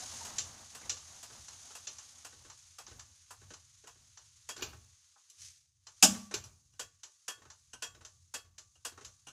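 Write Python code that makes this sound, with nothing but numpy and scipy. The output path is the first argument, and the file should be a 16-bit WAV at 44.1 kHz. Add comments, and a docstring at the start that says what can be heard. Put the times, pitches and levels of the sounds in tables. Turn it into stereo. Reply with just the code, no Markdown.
"""A hydraulic floor jack, pumped about twice a second, lifts a truck in a garage.
Each stroke opens with a ringing knock of the handle and heaves the truck, which booms softly and
rattles; the linkage clicks as the handle turns back. Once, the steel slips under the load with a loud
clank. Every hit is a burst of crowded steel resonances plus a few clear tones and a short room tail.
Behind it, a soft hiss ebbs as the truck rises, dry pivots squeak and something scuffs the floor."""
import sys
import numpy as np
from scipy import signal
from scipy.fft import rfft, irfft, next_fast_len
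from scipy.io import wavfile
from scipy.ndimage import uniform_filter1d

SR = 44100
rng = np.random.default_rng(int(sys.argv[2]) if len(sys.argv) > 2 else 0)


def materialize(psi):
    """Save the field psi as 16-bit PCM at rate SR to the path in sys.argv[1].

    A 1-D psi becomes a single channel; in a 2-D psi each row is a channel.
    """
    bounded = np.clip(np.atleast_2d(psi).T, -1, 1)
    quanta = np.round(bounded * 32767).astype(np.int16)
    wavfile.write(sys.argv[1], SR, quanta)


N = 411012
TIME = np.arange(N) / SR
HIT_TIME = TIME[:SR]  # seconds since a hit
TOP_HZ = 15300

# Fader rides for the hiss, the rumble between strokes and the low rush: time_s, level_db
HISS_RIDE = [(0.0, -46), (0.21, -46.5), (0.57, -55), (1.66, -54), (3.03, -63.5), (4.28, -65), (4.51, -64.5),
             (5.48, -68.5), (5.63, -92), (5.92, -69.5), (6.02, -62), (6.26, -64.5), (6.46, -84),
             (6.83, -72), (7.97, -72.5), (8.67, -79), (9.03, -70.5), (9.32, -72.5)]
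RUMBLE_RIDE = [(0, -64.5), (1.1, -68), (2.1, -73), (3.7, -72.5), (4.4, -72), (4.85, -63.5), (5.2, -99),
               (5.7, -78.5), (6.85, -68), (7.18, -93), (7.8, -69.5), (8.35, -71.5), (8.7, -74.5),
               (9.32, -77)]
RUSH_RIDE = [(0, -54), (.35, -57), (.65, -65), (1.9, -67), (2.7, -81.5), (3.9, -100), (9.32, -110)]
# Tone of each noise layer: frequency_hz, gain_db
HISS_EQ = [(700, -24), (1100, -9.5), (2100, -11), (3500, -7), (5400, -4), (6600, 3.5), (8000, -8.5),
           (11000, -14.5), (12500, -27), (15000, -39)]
RUMBLE_EQ = [(20, -44), (38, -21), (52, -7.5), (66, -8), (85, 4), (108, -3), (128, -5), (170, -20.5),
             (300, -30.5), (700, -48.5)]
RUSH_EQ = [(120, -11), (230, 0), (380, -10), (550, -5), (780, -1), (1300, -5), (2200, -11.5), (5000, -28.5)]
SCUFF_EQ = [(800, -25.5), (2100, -10), (4000, -6.5), (6400, 2.5), (8000, -6), (11000, -14.5),
            (15000, -33.5)]
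# Dry pivots: start_s, length_s, from_hz, to_hz, level_db
SQUEAKS = [(0.005, 0.055, 735, 790, -49), (0.199, 0.042, 940, 900, -47), (0.791, 0.093, 781, 653, -60),
           (0.82, 0.038, 2260, 1930, -54)]

# Hit cues, levelled before each part's trim. Body lifts the mids, edge the top, ring the clear tones.
# Handle against its stop: start_s, level_db, body_db, edge_db, ring_db, truck_heave_db
KNOCKS = [(0.248,-45.5,2,-7.5,-13,-59), (0.747,-47.5,6,-5,-20,-61), (1.227,-48,4,-6,-20,-61.5),
          (1.75,-47,6,-6,-12,-76), (2.246,-47,5.5,-8,-22,-64.5), (2.783,-47.5,7.5,-7.5,-9,-59.5),
          (3.305,-49,12,-4.5,-21,-64), (3.87,-51.5,9,-9,-12,-71), (4.488,-39.5,1.5,-9.5,-2.5,-62),
          (6.793,-38.5,-0.5,-11,-5.5,-86), (7.279,-37,3.5,-7.5,-1,-68.5), (7.821,-37,1,-11.5,3,-65),
          (8.338,-37.5,1.5,-8.5,-1.5,-71.5), (8.848,-37.5,2.5,-6.5,-6,-63)]
# Pump linkage: start_s, level_db, body_db, edge_db
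CLICKS = [(0.382,-30,-9,-7), (0.894,-30.5,-6,-7), (0.967,-48,5.5,-9), (1.481,-48,5.5,-6),
          (1.869,-38.8,-6,-35), (1.983,-47.5,7,-2), (2.498,-50,9.5,-12), (2.865,-50,3,-37),
          (2.993,-48,7.5,-2), (3.536,-49,7,-3), (4.172,-51.5,7,-29), (4.563,-47.5,6,0),
          (4.621,-37.5,3.5,-23), (5.298,-55.5,-16,9), (5.867,-48.5,5.5,-6.5), (6.339,-33,4,0.5),
          (6.438,-48.5,4,5.7), (7.032,-45.5,2.5,-1), (7.5,-51.5,8.5,-7), (8.048,-47,5,-0.5),
          (8.58,-48,-1,0), (9.046,-45,0,1)]
# Joints of the lifting arm: start_s, level_db, body_db
TAPS = [(0.855,-56,1), (1.703,-59.5,10), (2.447,-59,3), (2.91,-56.5,3), (3.503,-52.5,-1), (3.836,-60,3),
        (4.589,-52,9), (4.728,-56.5,9), (5.158,-67.5,27), (6.145,-49,1), (6.309,-47,2), (7.417,-61,6),
        (7.451,-60,9), (8.007,-59,5.5), (8.974,-53.5,9), (9.008,-55.5,-1)]
# Handle socket, saddle and slipping steel: start_s, level_db
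CLINKS = [(6.733, -72), (7.731, -49), (8.753, -68.5), (9.267, -53), (9.281, -53.5)]
CLUNKS = [(4.578, -55), (4.609, -51.5), (4.622, -39.5), (6.339, -39.5)]
CLANKS = [(6.0241, -14.5)]

# Tone of each part's crowded, short-lived resonances: frequency_hz, gain_db
HANDLE_EQ = [(120, -31), (250, -8), (450, -1.5), (800, -4), (1400, -0.5), (2200, -10.5), (2800, -2.5),
             (3900, -7.5), (4800, -3.5), (6700, 1), (8300, 0), (11000, -2.5), (15000, -15)]
LINK_EQ = [(120, -38), (400, -2), (900, -6.5), (1500, -7), (2200, -12), (3000, -4.5), (4500, -5),
           (5500, -2), (6500, 4.5), (7300, 2), (8200, -15.5), (11000, -17.5), (15000, -53)]
ARM_EQ = [(120, -9.5), (400, 7), (900, -8), (1450, -3), (2200, -9), (2900, -6), (3600, -9.5), (5000, -12),
          (6800, -3.5), (8000, -16), (11000, -23), (15000, -66)]
SOCKET_EQ = [(120, -1), (600, -2.5), (1450, -4), (2200, -13), (2900, 3.5), (3600, -13.5), (5000, -11),
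             (6100, -2.5), (8000, -8.5), (11000, -16.5), (15000, -51)]
SADDLE_EQ = [(120, -8.5), (260, -17), (380, 4.5), (520, -10.5), (900, -15), (1550, -10), (2000, -22),
             (2450, -1.5), (3500, -12), (4400, -7), (8000, -32), (15000, -24)]
FRAME_EQ = [(40,-58), (100,-41), (170,-27), (215,-10), (290,-8.5), (390,-11), (560,-4.5), (833,-3.5),
            (1100,-13), (1500,-9.5), (2100,-16), (2850,-4), (4400,-12), (4950,-1.5), (7000,-1),
            (8800,-10.5), (10500,-11), (14500,-22)]
# Clear tones of each part: pitch_hz, gain_db, t60_s
HANDLE_TONES = [(1140, -25.5, 0.62), (1131, -8.5, 0.22), (1460, -8.5, 0.26), (1590, -10, 0.18),
                (1750, -5.5, 0.2), (2606, -5.5, 0.18), (3270, 0, 0.2), (3300, 0, 0.19), (3330, -4.5, 0.2),
                (4450, -11, 0.27), (4570, -5, 0.082), (4930, 0.5, 0.11), (5760, -2.5, 0.16),
                (6100, -4, 0.079), (6444, -22, .22), (7370, -16, 0.35)]
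LINK_TONES = [(1164, -18, 0.43), (2730, -22, .12), (4120, -3.5, 0.091), (6050, 4, 0.068), (6840, 3, 0.075),
              (7360, -5, .14)]
ARM_TONES = [(1116, -12, 0.3), (1514, 1, 0.09), (2690, -22, 0.13)]
SOCKET_TONES = [(1532, -3, 0.27), (2710, -10, 0.12), (2854, 16.5, 0.033), (5739, 2, 0.081),
                (6240, 10, 0.076), (7290, -9, .15)]
SADDLE_TONES = [(358.5, -8, 0.13), (426, -1, 0.11), (1540, -9, 0.17), (2280, -7.5, 0.13),
                (4430, -13, 0.055)]
FRAME_TONES = [(192.7, -1.5, 0.4), (203, -5.5, 0.63), (228.6, -5, 0.5), (259, -4.5, 0.23), (303, -5, 0.26),
               (529, -7, 0.2), (818, -3, 0.18), (1150, -22, 0.79), (2630, -3, .14), (2950, -2, 0.13),
               (5062, -0.5, .15), (5520, -6, 0.37), (5600, -2, .17), (6100, -3, .18), (5900, -5.5, .17),
               (6750, 4, 0.2), (7100, 6.5, 0.16), (7592, 3.5, 0.24), (8400, -10.5, 0.17), (9900, -1, .14),
               (12100, -13.5, 0.1)]

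# Stereo lean across the spectrum: frequency_hz, left_minus_right_db
STEREO_LEAN = [(60, 4.5), (110, 7.5), (200, 5.5), (380, 0.5), (700, -4.5), (1300, -7), (2400, -3.5),
               (4400, -8), (6200, -7.5), (7000, 2), (8500, -10.5), (15000, -6)]


def undb(db):
    """Decibels to gain."""
    return 10 ** (np.asarray(db) / 20)


def unit(x, span=slice(None)):
    """Scale to rms 1 within a span of samples."""
    return x / np.sqrt(np.mean(x[..., span] ** 2))


def add(out, sound, start_s):
    """Mix a sound in at its cue."""
    i = max(int(start_s * SR), 0)
    out[:, i:i + sound.shape[1]] += sound[:, :N - i]


def ride(points):
    """Gain over time along a fader ride."""
    time_s, level_db = np.transpose(points)
    return undb(np.interp(TIME, time_s, level_db))


def eq_gain(eq, hz):
    """Gain of an EQ curve at the given frequencies."""
    points_hz, gain_db = np.transpose(eq)
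    return undb(np.interp(np.log(hz + 1), np.log(points_hz), gain_db))


def noise(eq, size=N, body_db=0, edge_db=0, body_hz=1050, body_octaves=0.68):
    """Coloured stereo noise with centred bass and wide treble."""
    n = next_fast_len(size)
    hz = np.arange(n // 2 + 1) * SR / n
    mid, side = rfft(rng.standard_normal((2, n)))
    width = hz ** 2 / (hz ** 2 + 550 ** 2)
    body = 1 / (1 + (np.log2((hz + 1) / body_hz) / body_octaves) ** 4)  # midrange hump
    edge = 1 - 1 / (1 + (hz / 7900) ** 24)  # top shelf
    stereo = mid + np.outer([1, -1], width * side)
    spectrum = stereo * eq_gain(eq, hz) * undb(body_db * body + edge_db * edge)
    return unit(irfft(spectrum, n)[:, :size])


def flutter(rate_hz, depth_db):
    """A quick random flutter of level."""
    size = int(SR / rate_hz)
    steps = np.repeat(rng.standard_normal(N // size + 1), size)[:N]
    return undb(depth_db * uniform_filter1d(steps, size))


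def swells(cues, attack_s, hold_s, release_db_per_s):
    """An envelope that rises, holds and dies away at each cue; overlaps add in power."""
    power = np.zeros(N)
    for start_s, level_db in cues:
        age = TIME - start_s
        rise = np.clip(age / attack_s, 0, 1)
        fall_db = release_db_per_s * np.maximum(age - attack_s - hold_s, 0)
        power += (rise * undb(level_db - fall_db)) ** 2
    return np.sqrt(power)


def hiss():
    """A bright hiss ebbs as the truck rises; a thinner one follows each click of the linkage."""
    bed = undb(1.4) * ride(HISS_RIDE) * noise(HISS_EQ, body_db=-2)
    cues = [(click[0], -69) for click in CLICKS]
    returns = swells(cues, attack_s=.04, hold_s=.073, release_db_per_s=38)
    thin = returns * noise(HISS_EQ, body_db=-11.5, body_hz=1900, body_octaves=.97)
    return (bed + thin) * flutter(rate_hz=130, depth_db=1.5)


def scuff(start_s=5.36):
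    """Something slides briefly over the floor with a soft thud."""
    slide = undb(-50.5) * noise(SCUFF_EQ) * flutter(rate_hz=380, depth_db=2)
    thud = undb(-69) * noise(RUMBLE_EQ)
    return swells([(start_s, 0)], attack_s=.066, hold_s=.025, release_db_per_s=110) * (slide + thud)


def squeaks(waver=.064, waver_s=.0014):
    """Dry pivots stick and slip for a moment at a gliding, unsteady pitch."""
    out = np.zeros((2, N))
    for start_s, length_s, from_hz, to_hz, level_db in SQUEAKS:
        size = int(length_s * SR)
        wobble = unit(uniform_filter1d(rng.standard_normal((2, size)), int(waver_s * SR)))
        pitch_hz = np.linspace(from_hz, to_hz, size) * (1 + waver * wobble)
        tone = np.sin(2 * np.pi * np.cumsum(pitch_hz, axis=1) / SR)
        add(out, undb(level_db) * np.hanning(size) * tone, start_s)
    return out


def truck(heave_lag_s=.041):
    """Strokes heave the truck and heavy hits jolt it: a soft boom under a fluttering low rush."""
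    lifts = [(knock[0] + heave_lag_s, knock[-1]) for knock in KNOCKS]
    heave = swells(lifts, attack_s=.1, hold_s=.07, release_db_per_s=123)
    blows = [(s, db - 18) for s, db in CLUNKS] + [(s, db - 41) for s, db in CLANKS]
    jolt = swells(blows, attack_s=.026, hold_s=.11, release_db_per_s=150)
    motion = np.hypot(heave, jolt)
    boom = np.hypot(motion, ride(RUMBLE_RIDE)) * noise(RUMBLE_EQ)
    rush = ride(RUSH_RIDE) * noise(RUSH_EQ)
    rush += undb(-10) * motion * noise(RUSH_EQ, body_db=-9, body_octaves=2.1)
    return boom + rush * flutter(rate_hz=25, depth_db=4)


def shudder():
    """Loose metal shivers on for a moment after the clank: one swell of bright and low noise."""
    shiver = undb(-34) * noise(HISS_EQ) + undb(-39) * noise(RUSH_EQ)
    return swells(CLANKS, attack_s=.07, hold_s=.04, release_db_per_s=126) * shiver


def fade(t60_s):
    """Exponential decay after a hit."""
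    return np.exp(-np.log(1000) * HIT_TIME / t60_s)


def crowded(eq, count=260):
    """Break a smooth EQ into the many uneven resonances of one steel part."""
    hz = np.linspace(np.sqrt(100), np.sqrt(TOP_HZ), count) ** 2
    peaks_db = rng.uniform(-9, 5, count)
    return np.column_stack([hz, 20 * np.log10(eq_gain(eq, hz)) + peaks_db])


def ringing(tones, bloom_s, bloom_cycles=4, wide_hz=2500):
    """A part's clear tones; each blooms over a few cycles and varies a little from hit to hit."""
    gains = undb(rng.standard_normal((len(tones), 2, 1)))
    phases = rng.uniform(-np.pi, np.pi, (len(tones), 2, 1))
    knots_s = np.linspace(0, HIT_TIME[-1], 90)
    ripples = .3 * rng.standard_normal((len(tones), 2, len(knots_s)))
    out = 0
    for (hz, db, t60_s), gain, phase, ripple in zip(tones, gains, phases, ripples):
        # long waves reach both channels nearly in step
        phase = phase[0] + (phase - phase[0]) * min(hz / wide_hz, 1)
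        # reflections under the truck roughen the level and phase of the ring
        swell, shift = (np.interp(HIT_TIME, knots_s, r) for r in ripple)
        bloom = 1 - np.exp(-HIT_TIME / (bloom_s + bloom_cycles / hz))
        envelope = undb(db) * gain * bloom * fade(t60_s) * (1 + swell)
        out = out + envelope * np.sin(2 * np.pi * hz * HIT_TIME + shift + phase)
    return out


def steel_hits(cues, eq, tones, ring_db, t60_s, room_db, room_t60_s, rise_s, low_rise_s,
               trim_db=0, bloom_s=.0066):
    """Hits on one steel part: a crash of crowded resonances, a clear ring and the garage's tail."""
    out = np.zeros((2, N))
    onset = slice(int(.025 * SR))  # the first 25 ms set a hit's level
    attack = 1 - np.exp(-(HIT_TIME / rise_s) ** 2)
    decay = np.hypot(fade(t60_s), undb(room_db) * fade(room_t60_s))
    resonances = crowded(eq)
    low_pass = signal.butter(2, 1000, fs=SR, output="sos")
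    for cue in cues:
        start_s, level_db, body_db, edge_db, extra_ring_db = np.pad(cue, (0, 5 - len(cue)))
        crash = noise(resonances, len(HIT_TIME), body_db, edge_db)
        # the lows build up later than the treble
        crash -= signal.sosfiltfilt(low_pass, crash) * np.exp(-HIT_TIME / low_rise_s)
        ring = undb(ring_db + extra_ring_db) * unit(ringing(tones, bloom_s), onset)
        hit = attack * (unit(crash * decay, onset) + ring)
        add(out, undb(level_db + trim_db) * unit(hit, onset), start_s)
    return out


def arm_taps(lag_s=.093, spread_s=.02):
    """Loose arm joints tap dully; each stroke shakes out one more, louder the more the truck heaves."""
    chance = rng.standard_normal((len(KNOCKS), 2))
    rattles = [(knock[0] + lag_s + spread_s * late, knock[-1] + 3.5 + 2 * loud)
               for knock, (late, loud) in zip(KNOCKS, chance)]
    return steel_hits(TAPS + rattles, ARM_EQ, ARM_TONES, ring_db=-11, t60_s=.14,
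                      room_db=-11, room_t60_s=.26, rise_s=.0025, low_rise_s=.004, trim_db=.5)


def socket_clinks():
    """The handle slips in its socket with a small clink."""
    return steel_hits(CLINKS, SOCKET_EQ, SOCKET_TONES, ring_db=-5, t60_s=.11, bloom_s=.002,
                      room_db=-14, room_t60_s=.3, rise_s=.003, low_rise_s=.005, trim_db=2)


def saddle_clunks():
    """The saddle seats itself under the frame with a hollow clunk."""
    return steel_hits(CLUNKS, SADDLE_EQ, SADDLE_TONES, ring_db=-14, t60_s=.095,
                      room_db=-12.5, room_t60_s=.37, rise_s=.00078, low_rise_s=.0021, trim_db=1)


def load_clank():
    """Steel slips under the load with one heavy clank."""
    return steel_hits(CLANKS, FRAME_EQ, FRAME_TONES, ring_db=-10.5, t60_s=.14, bloom_s=.0025,
                      room_db=-19.5, room_t60_s=.4, rise_s=.0025, low_rise_s=.0064, trim_db=1.4)


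def linkage_clicks():
    """The pump linkage takes up its slack with dry, bright clicks."""
    return steel_hits(CLICKS, LINK_EQ, LINK_TONES, ring_db=-16, t60_s=.038,
                      room_db=-6.5, room_t60_s=.18, rise_s=.0022, low_rise_s=.034, trim_db=-1)


def handle_knocks(bounce_s=.015, bounce_db=-9.5):
    """On each stroke the handle rings against its stop and bounces once, more softly."""
    knocks = [knock[:-1] for knock in KNOCKS]
    bounces = [(s + bounce_s, db + bounce_db, *timbre) for s, db, *timbre in knocks]
    return steel_hits(knocks + bounces, HANDLE_EQ, HANDLE_TONES, ring_db=-9, t60_s=.135, bloom_s=.007,
                      room_db=-16, room_t60_s=.28, rise_s=.0026, low_rise_s=.005)


def scene():
    """The jack's steel hits up front, the truck and the small noises behind."""
    pumping = handle_knocks() + linkage_clicks() + arm_taps() + socket_clinks()
    settling = saddle_clunks() + load_clank()
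    return pumping + settling + squeaks() + hiss() + scuff() + truck() + shudder()


def record(dry):
    """Bass leans left and most treble right; the loudest peaks are rounded and the top is cut."""
    n = next_fast_len(N)
    lean = np.sqrt(eq_gain(STEREO_LEAN, np.arange(n // 2 + 1) * SR / n))
    stereo = irfft(rfft(dry, n) * np.array([lean, 1 / lean]), n)[:, :N]
    high_cut = signal.ellip(8, .2, 70, TOP_HZ, fs=SR, output="sos")
    return signal.sosfilt(high_cut, np.tanh(stereo))


dry = scene()
out = record(dry)
materialize(out)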